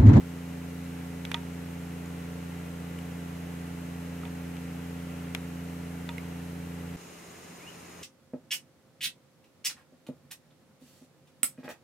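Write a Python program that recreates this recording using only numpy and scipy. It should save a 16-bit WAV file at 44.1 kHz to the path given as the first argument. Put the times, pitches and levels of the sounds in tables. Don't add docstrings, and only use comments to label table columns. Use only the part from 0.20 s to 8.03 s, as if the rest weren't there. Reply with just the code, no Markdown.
import sys
import numpy as np
from scipy import signal
from scipy.fft import rfft, irfft, next_fast_len
from scipy.io import wavfile
from scipy.ndimage import map_coordinates

SR = 44100
rng = np.random.default_rng(int(sys.argv[2]) if len(sys.argv) > 2 else 0)


def transcribe(u):
    v = np.clip(np.atleast_2d(u).T, -1, 1)
    q = np.round(v * 32767).astype(np.int16)
    wavfile.write(sys.argv[1], SR, q)


N = 345289
TIME_S = np.arange(N) / SR
CYLINDERS, CYCLE_HZ = 6, 14.369
SWELL_DB = 0.66


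def amp(db):
    return 10 ** (np.asarray(db) / 20)


def unit(x):
    return x / np.sqrt(np.mean(x ** 2) + 1e-20)


def along(points, hz):
    pitches, values = np.transpose(points)
    return np.interp(np.log(hz + 1), np.log(pitches + 1), values)


def wobble(rate_hz):
    return map_coordinates(rng.standard_normal(1024), [TIME_S * rate_hz], mode="mirror")


def swell(peak_s=3.75, period_s=10):
    return np.cos(2 * np.pi * (TIME_S - peak_s) / period_s)


def filtered(x, gain_at):
    size = x.shape[-1]
    padded = next_fast_len(size + 8192)
    return irfft(rfft(x, padded) * gain_at(np.fft.rfftfreq(padded, 1 / SR)), padded)[..., :size]


def noise(colour, likeness, size=N):
    width = lambda hz: np.arccos(np.clip(along(likeness, hz), -1, 1)) / 2
    shape = lambda hz: amp(along(colour, hz)) * [np.cos(width(hz)), np.sin(width(hz))]
    mid, side = filtered(rng.standard_normal((2, size)), shape)
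    return unit(np.array([mid + side, mid - side]))


def tone(multiple, waver_db, spread, scramble_hz=870):
    hz = multiple * CYCLE_HZ
    shift_cycles = min((hz / scramble_hz) ** 2, 1) * rng.random()
    phase = 2 * np.pi * (hz * TIME_S + shift_cycles) + waver_db / 9 * wobble(4.6)
    ear_shift = min(spread * hz / 400, 1)
    return np.sqrt(2) * amp(waver_db * wobble(3.67)) * np.sin([phase + ear_shift, phase - ear_shift])


def near_tone(multiple):
    swell_db = 0.54 * swell() if multiple > 3 * CYLINDERS else 0
    return amp(swell_db) * tone(multiple, waver_db=min(0.0025 * multiple, 1.5), spread=0.15)


# multiple_of_cycle_rate, level_db
ENGINE_TONES = [(6, -47), (10, -50), (12, -41), (14, -61.5), (18, -45), (21, -62), (22, -60.5), (24, -59.5),
                (30, -57), (32, -63.5), (39, -64), (51, -66.5), (60, -65), (96, -67), (138, -66)]
def engine():
    second_db = SWELL_DB * swell() + np.array([[-.7], [.7]])
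    third_db = 1.36 * swell(peak_s=0.45, period_s=4.16)
    drift_db = {2 * CYLINDERS: second_db, 3 * CYLINDERS: third_db}
    drone = sum(amp(db + drift_db.get(k, 0)) * near_tone(k) for k, db in ENGINE_TONES)
    harmonics = np.arange(6, 10)
    levels_db = -65 - 15.5 * np.log2(harmonics / 6)
    return drone + sum(amp(db) * near_tone(k * CYLINDERS) for k, db in zip(harmonics, levels_db))


# pitch_hz, relative_db
CLATTER_COLOUR = [(90, -40), (300, 17), (500, 0.5), (900, 3), (1250, -6), (1900, -11), (2800, -3.5),
                  (4000, -27), (8000, -66)]
def clatter(level_db=-56):
    cycle = rng.standard_normal((2, round(SR / CYCLE_HZ)))
    repeated = np.take(cycle, np.arange(N), axis=1, mode="wrap")
    return amp(level_db) * unit(filtered(repeated, lambda hz: amp(along(CLATTER_COLOUR, hz))))


# pitch_hz, relative_db
AIR_COLOUR = [(25, -25), (43, -22), (60, -6), (75, -5), (125, 1.5), (200, -3), (300, -3), (470, 0.5),
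              (660, -5), (1100, -7), (1500, -7.5), (2850, -11), (3400, -19), (4400, -42), (8000, -37)]
# pitch_hz, likeness
ENGINE_LIKENESS = [(60, 0.43), (200, 1), (330, 0.72), (470, 0.35), (750, 0.073), (1300, .05), (2100, 0.81),
                   (3300, 0.39)]
def cooling_air(level_db=-48.5, throb_depth=0.1):
    drift_db = SWELL_DB * swell() + 0.28 * wobble(5.4)
    throb = 1 + throb_depth * np.sin(2 * np.pi * CYLINDERS * CYCLE_HZ * TIME_S)
    return amp(level_db + drift_db) * throb * noise(AIR_COLOUR, ENGINE_LIKENESS)


# pitch_hz, relative_db
HISS_COLOUR = [(1000, -20), (4000, 3), (4600, -1), (6400, 1), (8000, -1.5), (11000, -3.5), (13200, -2.5),
               (15700, -12)]
# pitch_hz, likeness
HISS_LIKENESS = [(4000, 0), (5500, 0.077), (9000, 0.65), (15000, 0.63)]
def hiss():
    return noise(HISS_COLOUR, HISS_LIKENESS) * amp([[.6], [-.6]])


# pitch_hz, relative_db, fade_s (time to drop 60 dB)
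WOOD_TONES = [(740, -14, 0.026), (939, 2.5, 0.13), (1236, -3, 0.075), (1960, -1, 0.046), (2470, 2.5, 0.039),
              (3650, -16, 0.06)]
# pitch_hz, relative_db
SPLINTER_COLOUR = [(100, -45), (450, -14), (1200, -5.5), (2200, -1.5), (3700, -5), (4600, -18),
                   (7000, -18.5), (15000, -46)]
# pitch_hz, relative_db
CRACK_COLOUR = [(100, -40), (500, 1), (2000, 12), (4800, -12), (7500, 1), (10000, 2), (12500, 7),
                (15500, -9)]
def snap(ping_hz, ping_fade_s, ping_db, splinter_db, crack_db, knock_db):
    t = np.arange(SR // 5) / SR
    fade = lambda fade_s: amp(-60 * t / fade_s)
    ring = lambda hz, fade_s: np.sin(2 * np.pi * hz * t) * fade(fade_s)
    burst = lambda colour: noise(colour, likeness=[(1000, 0.26)], size=len(t))
    ping = amp(ping_db) * ring(ping_hz, ping_fade_s)
    fibres = amp(splinter_db) * (fade(0.016) + amp(-28) * fade(0.22)) * burst(SPLINTER_COLOUR)
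    crack = amp(crack_db) * fade(0.0024) * burst(CRACK_COLOUR)
    wood = sum(amp(db + rng.normal(0, 1)) * ring(hz, fade_s) for hz, db, fade_s in WOOD_TONES)
    fade_in = 1 - np.exp(-t / .00015)
    return crack + fade_in * (ping + fibres + amp(knock_db) * wood)


# start_s, ping_hz, ping_fade_s, ping_db, splinter_db, crack_db, knock_db, left_over_right_db
TWIG_SNAPS = [(1.0514, 3450, .012, -30, -29, -37, -60, 1), (1.116, 2400, .025, -33, -25, -30, -60, -4),
              (1.1434, 3420, .011, -15, -21, -39, -33.5, -2), (1.859, 6840, .012, -42.5, -60, -40, -66, 2),
              (2.789, 3000, .012, -41, -50, -35, -68, 3), (4.034, 1270, .02, -36, -51, -58, -56, -6),
              (4.053, 3470, .03, -49, -40, -58, -52.5, -1), (4.368, 2820, 0.0099, -39, -43, -39, -65, 6),
              (5.149, 1500, .006, -23, -22.5, -24.5, -50, 2),
              (5.8904, 3530, 0.023, -31.5, -32, -47, -40.5, -1),
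              (5.9814, 2130, 0.021, -29, -39, -38, -65, -6)]
def twigs():
    out = np.zeros((2, N + SR))
    for start_s, *settings, left_over_right_db in TWIG_SNAPS:
        hit = snap(*settings) * amp([[left_over_right_db / 2], [-left_over_right_db / 2]])
        start = round(start_s * SR)
        out[:, start:start + hit.shape[1]] += hit
    return out[:, :N]


# multiple_of_cycle_rate, level_db
FAR_TONES = [(6, -66.5), (12, -55), (18, -62.5), (30, -66)]
# pitch_hz, relative_db
RUMBLE_COLOUR = [(25, -27), (45, -14), (90, -6), (140, 0), (250, 1), (420, 0.5), (650, -5), (1150, -5),
                 (1450, -8), (2200, -9), (2850, -9.5), (3600, -24), (6000, -50)]
def far_engine():
    tones = sum(amp(db) * tone(k, waver_db=2.5, spread=0.14) for k, db in FAR_TONES)
    rumble = amp(-49.5 + 0.21 * wobble(8)) * noise(RUMBLE_COLOUR, ENGINE_LIKENESS)
    return tones + rumble


# pitch_hz, relative_db
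INSECT_COLOUR = [(3000, -33), (4000, -12), (4600, -10), (5250, 2), (5700, -8), (6400, 1), (7000, 3.5),
                 (7600, -17), (8600, -8), (9500, -2), (10300, -31), (14000, -38)]
# pitch_hz, pulsing_share (0 to 1)
INSECT_PULSING = [(5500, .15), (6400, 0.59), (7400, .95), (8600, .3)]
def insect(level_db=-60, stroke_depth_db=4.0, stroke_hz=16.5, stroke_peak_s=7.302):
    stroke = np.cos(2 * np.pi * stroke_hz * (TIME_S - stroke_peak_s) + .2 * wobble(4))
    share = lambda hz: along(INSECT_PULSING, hz)
    rasp = lambda: noise(INSECT_COLOUR, likeness=[(6000, .25)])
    pulsing = filtered(rasp(), lambda hz: np.sqrt(share(hz)))
    steady = filtered(rasp(), lambda hz: np.sqrt(1 - share(hz)))
    return amp(level_db) * (amp(stroke_depth_db * stroke) * pulsing + steady)


def whistle(peak_s, pitch_hz, level_db, rise_hz_per_s=8800, fade_in_s=0.011, fade_out_s=0.022):
    t = TIME_S - peak_s
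    loudness = np.exp(-(t / np.where(t < 0, fade_in_s, fade_out_s)) ** 2)
    phase = 2 * np.pi * (pitch_hz * t + rise_hz_per_s * t * t / 2)
    return amp(level_db) * loudness * np.sqrt(2) * np.sin(phase)


# peak_s, pitch_hz, level_db (before direct_db and echo_db)
BIRD_NOTES = [(7.409, 2180, -55), (7.443, 2440, -58), (7.477, 2840, -47.5)]
def bird(direct_db=-1, echo_db=-3, echo_fade_s=0.23):
    call = sum(whistle(*row) for row in BIRD_NOTES)
    t = np.arange(SR // 2) / SR
    tail = rng.standard_normal((2, len(t))) * amp(-60 * t / echo_fade_s)
    echo = signal.fftconvolve(call[None], tail / np.linalg.norm(tail[0]), axes=1)[:, :N]
    return amp(direct_db) * call + amp(echo_db) * echo


def scene(cut_s=6.7625, fade_in_s=0.01):
    background = hiss()
    first_spot = engine() + clatter() + cooling_air() + twigs() + amp(-56.5) * background
    duller_hiss = filtered(background, lambda hz: amp(along([(8000, -56.5), (13000, -59)], hz)))
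    second_spot = far_engine() + insect() + bird() + duller_hiss
    return first_spot * (TIME_S < cut_s) + second_spot * np.clip((TIME_S - cut_s) / fade_in_s, 0, 1)


def record(dry, top_hz=15780):
    return filtered(dry, lambda hz: hz < top_hz)


dry = scene()
out = record(dry)
transcribe(out)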